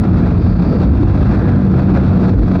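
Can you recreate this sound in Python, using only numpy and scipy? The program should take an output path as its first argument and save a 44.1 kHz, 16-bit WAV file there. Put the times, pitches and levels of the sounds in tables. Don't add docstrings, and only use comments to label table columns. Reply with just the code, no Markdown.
import sys
import numpy as np
from scipy import signal
from scipy.io import wavfile
from scipy.ndimage import uniform_filter1d, minimum_filter1d

SR = 44100
rng = np.random.default_rng(int(sys.argv[2]) if len(sys.argv) > 2 else 0)


def inscribe(sig):
    pcm = np.round(np.clip(np.atleast_2d(sig).T, -1, 1) * 32767)
    wavfile.write(sys.argv[1], SR, pcm.astype(np.int16))


N = 114660
TIME_S = np.arange(N) / SR


def from_db(db):
    return 10 ** (np.asarray(db) / 20)


def rms_one(x):
    return x / np.sqrt(np.mean(x ** 2) + 1e-20)


def in_time(rows):
    return np.interp(TIME_S, *np.transpose(rows))


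def bump(centre_s, length_s):
    return np.exp(-(2 * (TIME_S - centre_s) / length_s) ** 2)


def drift(rate_hz):
    step = 20
    pole = np.exp(-2 * np.pi * rate_hz * step / SR)
    white = rng.standard_normal(N // step + 2002)
    slow = signal.lfilter([1], [1, -2 * pole, pole ** 2], white)[2000:]
    return np.interp(np.arange(N) / step, np.arange(len(slow)), rms_one(slow))


def banded_noise(spectrum, patchy_db):
    hz, db = np.transpose(spectrum)
    edges_hz = 22 * 2 ** (np.arange(39) / 4)
    white = rng.standard_normal((2, N + SR // 2))
    out = 0
    for k, (low_hz, high_hz) in enumerate(zip(edges_hz, edges_hz[1:])):
        bandpass = signal.butter(2, [low_hz, high_hz], "band", fs=SR, output="sos")
        band = signal.sosfilt(bandpass, white[k % 2])[-N:]
        log_centre = np.log(low_hz * high_hz) / 2
        level_db = np.interp(log_centre, np.log(hz), db, left=-90, right=-90)
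        out = out + band * from_db(level_db + patchy_db * drift(17))
    return rms_one(out)


def evened(x, share):
    power = uniform_filter1d(np.abs(signal.hilbert(x)) ** 2, size=1500)
    return rms_one(x / (power + 1e-6) ** (share / 2))


def swell(centre_s, length_s, centre_hz, width_hz, steady):
    lowpass = signal.butter(2, width_hz / 2, fs=SR, output="sos")
    slow = signal.sosfilt(lowpass, rng.standard_normal((2, N + SR // 2)))[:, -N:]
    phase = 2 * np.pi * np.cumsum(centre_hz * np.ones(N)) / SR
    power = rms_one(slow[0]) ** 2 + rms_one(slow[1]) ** 2
    band = slow[0] * np.cos(phase) + slow[1] * np.sin(phase)
    band = band / (power + 0.46) ** (steady / 2)
    return bump(centre_s, length_s) * rms_one(band)


# [time_s, pitch_hz]
HUM_PITCH = [(0.0, 183), (0.24, 182.6), (0.35, 171), (0.47, 180), (0.7, 172.5), (0.93, 196), (1.25, 193),
             (1.55, 191), (1.95, 189.5), (2.19, 185), (2.45, 187), (2.6, 181)]
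# [time_s, rms_db]
HUM_LEVEL = [(0, -27.5), (.1, -14), (.36, -12.5), (.46, -20.5), (.6, -12), (.85, -19.5), (1.0, -26),
             (1.23, -15), (1.42, -24), (1.56, -15.5), (1.8, -11.5), (1.95, -13), (2.05, -19), (2.2, -11.5),
             (2.45, -19), (2.6, -15.5)]
# [time_s, rms_db]
CRANK_LEVEL = [(0, -27), (.25, -29), (.46, -19), (.58, -24.5), (.98, -19.5), (1.15, -11), (1.3, -16),
               (1.44, -10.5), (1.62, -16), (1.75, -23), (1.96, -29), (2.1, -11.5), (2.2, -25), (2.33, -11),
               (2.6, -23)]
# [multiple_of_firing_rate, rms_db]
EXHAUST_LINES = [(1, -24.5), (3, -28.5), (5, -29), (6, -31), (7, -32), (10, -37.5), (15, -44)]
LINE_FLUTTER_DB, LINE_FLUTTER_HZ = 2, 2.1
FIRING_ROUGH_DB = 1.5
FIRING_JITTER_CYCLES, FIRING_JITTER_HZ = 0.0081, 8


def engine():
    firing_hz = in_time(HUM_PITCH) / 4
    firings = np.cumsum(firing_hz) / SR + FIRING_JITTER_CYCLES * drift(FIRING_JITTER_HZ)
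    lines = [(4, in_time(HUM_LEVEL)), (2, in_time(CRANK_LEVEL))] + EXHAUST_LINES
    each_firing = np.arange(160)
    exhaust = 0
    for multiple, level_db in lines:
        strengths = rng.standard_normal(len(each_firing))
        rough_db = FIRING_ROUGH_DB * np.interp(firings, each_firing, strengths)
        flutter_db = LINE_FLUTTER_DB * drift(LINE_FLUTTER_HZ)
        gain = np.sqrt(2) * from_db(level_db + rough_db + flutter_db)
        exhaust = exhaust + gain * np.sin(2 * np.pi * (round(multiple) * firings + rng.random()))
    return exhaust + whirr(firings, firing_hz.mean())


# [frequency_hz, peak_db_per_line]
WHIRR_SPECTRUM = [(400, -53.5), (700, -45.5), (1000, -48.5), (1400, -50.5), (2000, -60.5), (2800, -64),
                  (3500, -68.5)]
WHIRR_SPREAD_DB, WHIRR_FLUTTER_DB, WHIRR_FLUTTER_HZ = 3, 3, 5


def whirr(firings, mean_firing_hz):
    multiples = np.arange(11, 76)
    hz, db = np.transpose(WHIRR_SPECTRUM)
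    levels_db = np.interp(np.log(multiples * mean_firing_hz), np.log(hz), db)
    levels_db = levels_db + WHIRR_SPREAD_DB * rng.uniform(-1, 1, len(multiples))
    comb = 0
    for multiple, level_db in zip(multiples, levels_db):
        gain = from_db(level_db + WHIRR_FLUTTER_DB * drift(WHIRR_FLUTTER_HZ))
        comb = comb + gain * np.sin(2 * np.pi * (multiple * firings + rng.random()))
    return comb


# [time_s, level_db]
BUFFET_LEVEL = [(0.0, -19), (0.42, -18.5), (0.66, -21), (0.85, -17.5), (1.3, -15.5), (1.56, -22),
                (1.87, -17.5), (2.2, -24), (2.6, -23.5)]
# [frequency_hz, density_db]
BUFFET_SPECTRUM = [(25, -30), (35, -22), (50, -1), (68, 0.5), (90, -2.5), (130, -22.5)]
BUFFET_TRIM_DB = 3.5


def wind_buffet():
    noise = evened(banded_noise(BUFFET_SPECTRUM, patchy_db=0.5), share=0.57)
    return from_db(BUFFET_TRIM_DB + in_time(BUFFET_LEVEL)) * noise


# [time_s, rms_db]
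RUMBLE_LEVEL = [(0, -13.5), (.22, -12), (.36, -17), (.48, -11.5), (.6, -15), (.78, -10.5), (.92, -13),
                (1.05, -15), (1.36, -10), (1.5, -12.5), (1.64, -14), (1.85, -11), (1.98, -11.5), (2.1, -13),
                (2.3, -10.5), (2.6, -12)]
# [frequency_hz, density_db]
RUMBLE_SPECTRUM = [(50, -26.5), (80, -8), (115, 3), (160, -0.5), (220, -2), (300, -6), (400, -16.5),
                   (600, -26), (1000, -53.5)]


def wind_rumble():
    noise = evened(banded_noise(RUMBLE_SPECTRUM, patchy_db=2.0), share=0.73)
    return from_db(in_time(RUMBLE_LEVEL)) * noise


# [centre_s, length_s, pitch_hz, peak_rms_db]
BOOMS = [(0.207, 0.072, 230, -13), (0.285, 0.022, 560, -28), (0.546, 0.089, 52, -16.5),
         (0.744, 0.067, 470, -21.5), (0.95, 0.16, 67, -7), (1.024, 0.043, 305, -13.5),
         (1.22, 0.096, 600, -28.5), (1.352, 0.065, 71.8, -14), (1.479, 0.032, 520, -26),
         (1.977, 0.035, 540, -23), (1.997, 0.04, 70, -12.5), (2.188, 0.028, 500, -26.5),
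         (2.405, 0.13, 53, -7.5), (2.447, .035, 270, -13.5)]
BOOM_WIDTH = 0.22


def wind_booms():
    booms = 0
    for centre_s, length_s, pitch_hz, level_db in BOOMS:
        band = swell(centre_s, length_s, pitch_hz, BOOM_WIDTH * pitch_hz, steady=1.0)
        booms = booms + from_db(level_db) * band
    return booms


# [centre_s, length_s, roar_db,
# hiss_db]
BURSTS = [(0.044, 0.026, -27, -51), (0.193, 0.073, -25, -46.5), (0.268, 0.036, -26, -49.5),
          (0.46, 0.063, -29.5, -49), (0.632, 0.02, -22.5, -41), (0.749, 0.087, -27.5, -49.5),
          (0.827, 0.056, -25, -44.5), (0.967, 0.032, -27.5, -49), (1.022, 0.026, -27, -46.5),
          (1.087, 0.022, -30.5, -45.5), (1.165, 0.063, -26, -46.5), (1.245, 0.059, -25, -44),
          (1.341, 0.15, -24, -46.5), (1.493, 0.034, -23.5, -45.5), (1.789, 0.075, -24, -47),
          (1.91, 0.077, -27, -53), (1.968, 0.074, -21, -44), (2.074, 0.058, -28, -46),
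          (2.186, 0.033, -23, -44.5), (2.25, 0.066, -23, -44.5), (2.311, 0.035, -30.5, -45.5),
          (2.44, 0.077, -33, -47.5), (2.543, 0.15, -28.5, -47)]
# [frequency_hz, density_db]
ROAR_SPECTRUM = [(200, -2.5), (350, -3), (500, -2), (700, -1), (900, -8), (1400, -8), (1900, -21.5),
                 (2600, -20.5), (3000, -48), (5000, -50)]
# [frequency_hz, density_db]
HISS_SPECTRUM = [(1500, -13.5), (2400, -1.5), (3000, -3), (3500, 1.5), (4500, -1.5), (5500, -11.5),
                 (7000, -21.5), (10000, -41.5), (12000, -60)]
BREEZE_ROAR_DB, BREEZE_HISS_DB = -30.5, -50
ROAR_TRIM_DB, HISS_TRIM_DB = -1, -0.5
TEAR_HZ, ROAR_TEAR_DB, HISS_TEAR_DB = 49, 2.5, 1.0


def wind_rush():
    roar_power = from_db(BREEZE_ROAR_DB) ** 2
    hiss_power = from_db(BREEZE_HISS_DB) ** 2
    for centre_s, length_s, roar_db, hiss_db in BURSTS:
        shape = bump(centre_s, length_s)
        roar_power = roar_power + shape * from_db(roar_db) ** 2
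        hiss_power = hiss_power + shape * from_db(hiss_db) ** 2
    tear = drift(TEAR_HZ)
    roar = rms_one(from_db(ROAR_TEAR_DB * tear) * banded_noise(ROAR_SPECTRUM, patchy_db=0.5))
    hiss = rms_one(from_db(HISS_TEAR_DB * tear) * banded_noise(HISS_SPECTRUM, patchy_db=0.8))
    roar = from_db(ROAR_TRIM_DB) * np.sqrt(roar_power) * roar
    hiss = from_db(HISS_TRIM_DB) * np.sqrt(hiss_power) * hiss
    return roar + hiss


# [centre_s, length_s, start_hz, end_hz, width_hz, peak_rms_db]
PASSES = [(0.482, 0.19, 4620, 4580, 650, -49.5), (0.71, 0.3, 4600, 4560, 600, -50),
          (1.45, 0.42, 1688, 1427, 416, -35), (2.012, 0.62, 1386, 1341, 319, -41)]


def passing_bikes():
    passes = 0
    for centre_s, length_s, start_hz, end_hz, width_hz, level_db in PASSES:
        pitch_hz = np.interp((TIME_S - centre_s) / length_s, [-.5, .5], [start_hz, end_hz])
        passes = passes + from_db(level_db) * swell(centre_s, length_s, pitch_hz, width_hz, steady=0)
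    return passes


def scene():
    wind = wind_buffet() + wind_rumble() + wind_booms() + wind_rush()
    return (engine() + wind + passing_bikes())[None]


LIMIT_THRESHOLD_DB, LIMIT_WINDOW_S, LIMIT_RELEASE_DB_PER_S = -5.5, 0.0042, 356.5


def limiter(x):
    over_db = np.maximum(20 * np.log10(np.abs(x) + 1e-9) - LIMIT_THRESHOLD_DB, 0)
    fall_db = LIMIT_RELEASE_DB_PER_S * TIME_S
    duck_db = np.maximum.accumulate(over_db + fall_db) - fall_db
    span = max(int(LIMIT_WINDOW_S * SR), 2)
    gain_db = minimum_filter1d(-duck_db, span)
    gain_db = uniform_filter1d(uniform_filter1d(gain_db, span), span)
    return x * from_db(gain_db)


NOTCH_HZ, NOTCH_Q, NOTCH_DEPTH = 2927, 4.6, 0.62
INPUT_DB, OUTPUT_DB = -1.5, 1.5
LOW_CUT_HZ, HIGH_CUT_HZ = 38, 15500


def record(dry):
    peak = signal.lfilter(*signal.iirpeak(NOTCH_HZ, NOTCH_Q, fs=SR), dry[0])
    x = dry[0] - NOTCH_DEPTH * peak
    x = limiter(x * from_db(INPUT_DB))
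    x = signal.sosfilt(signal.butter(2, LOW_CUT_HZ, "high", fs=SR, output="sos"), x)
    treble_cut = signal.ellip(8, .1, 70, HIGH_CUT_HZ, fs=SR, output="sos")
    return signal.sosfilt(treble_cut, x * from_db(OUTPUT_DB))[None]


dry = scene()
out = record(dry)
inscribe(out)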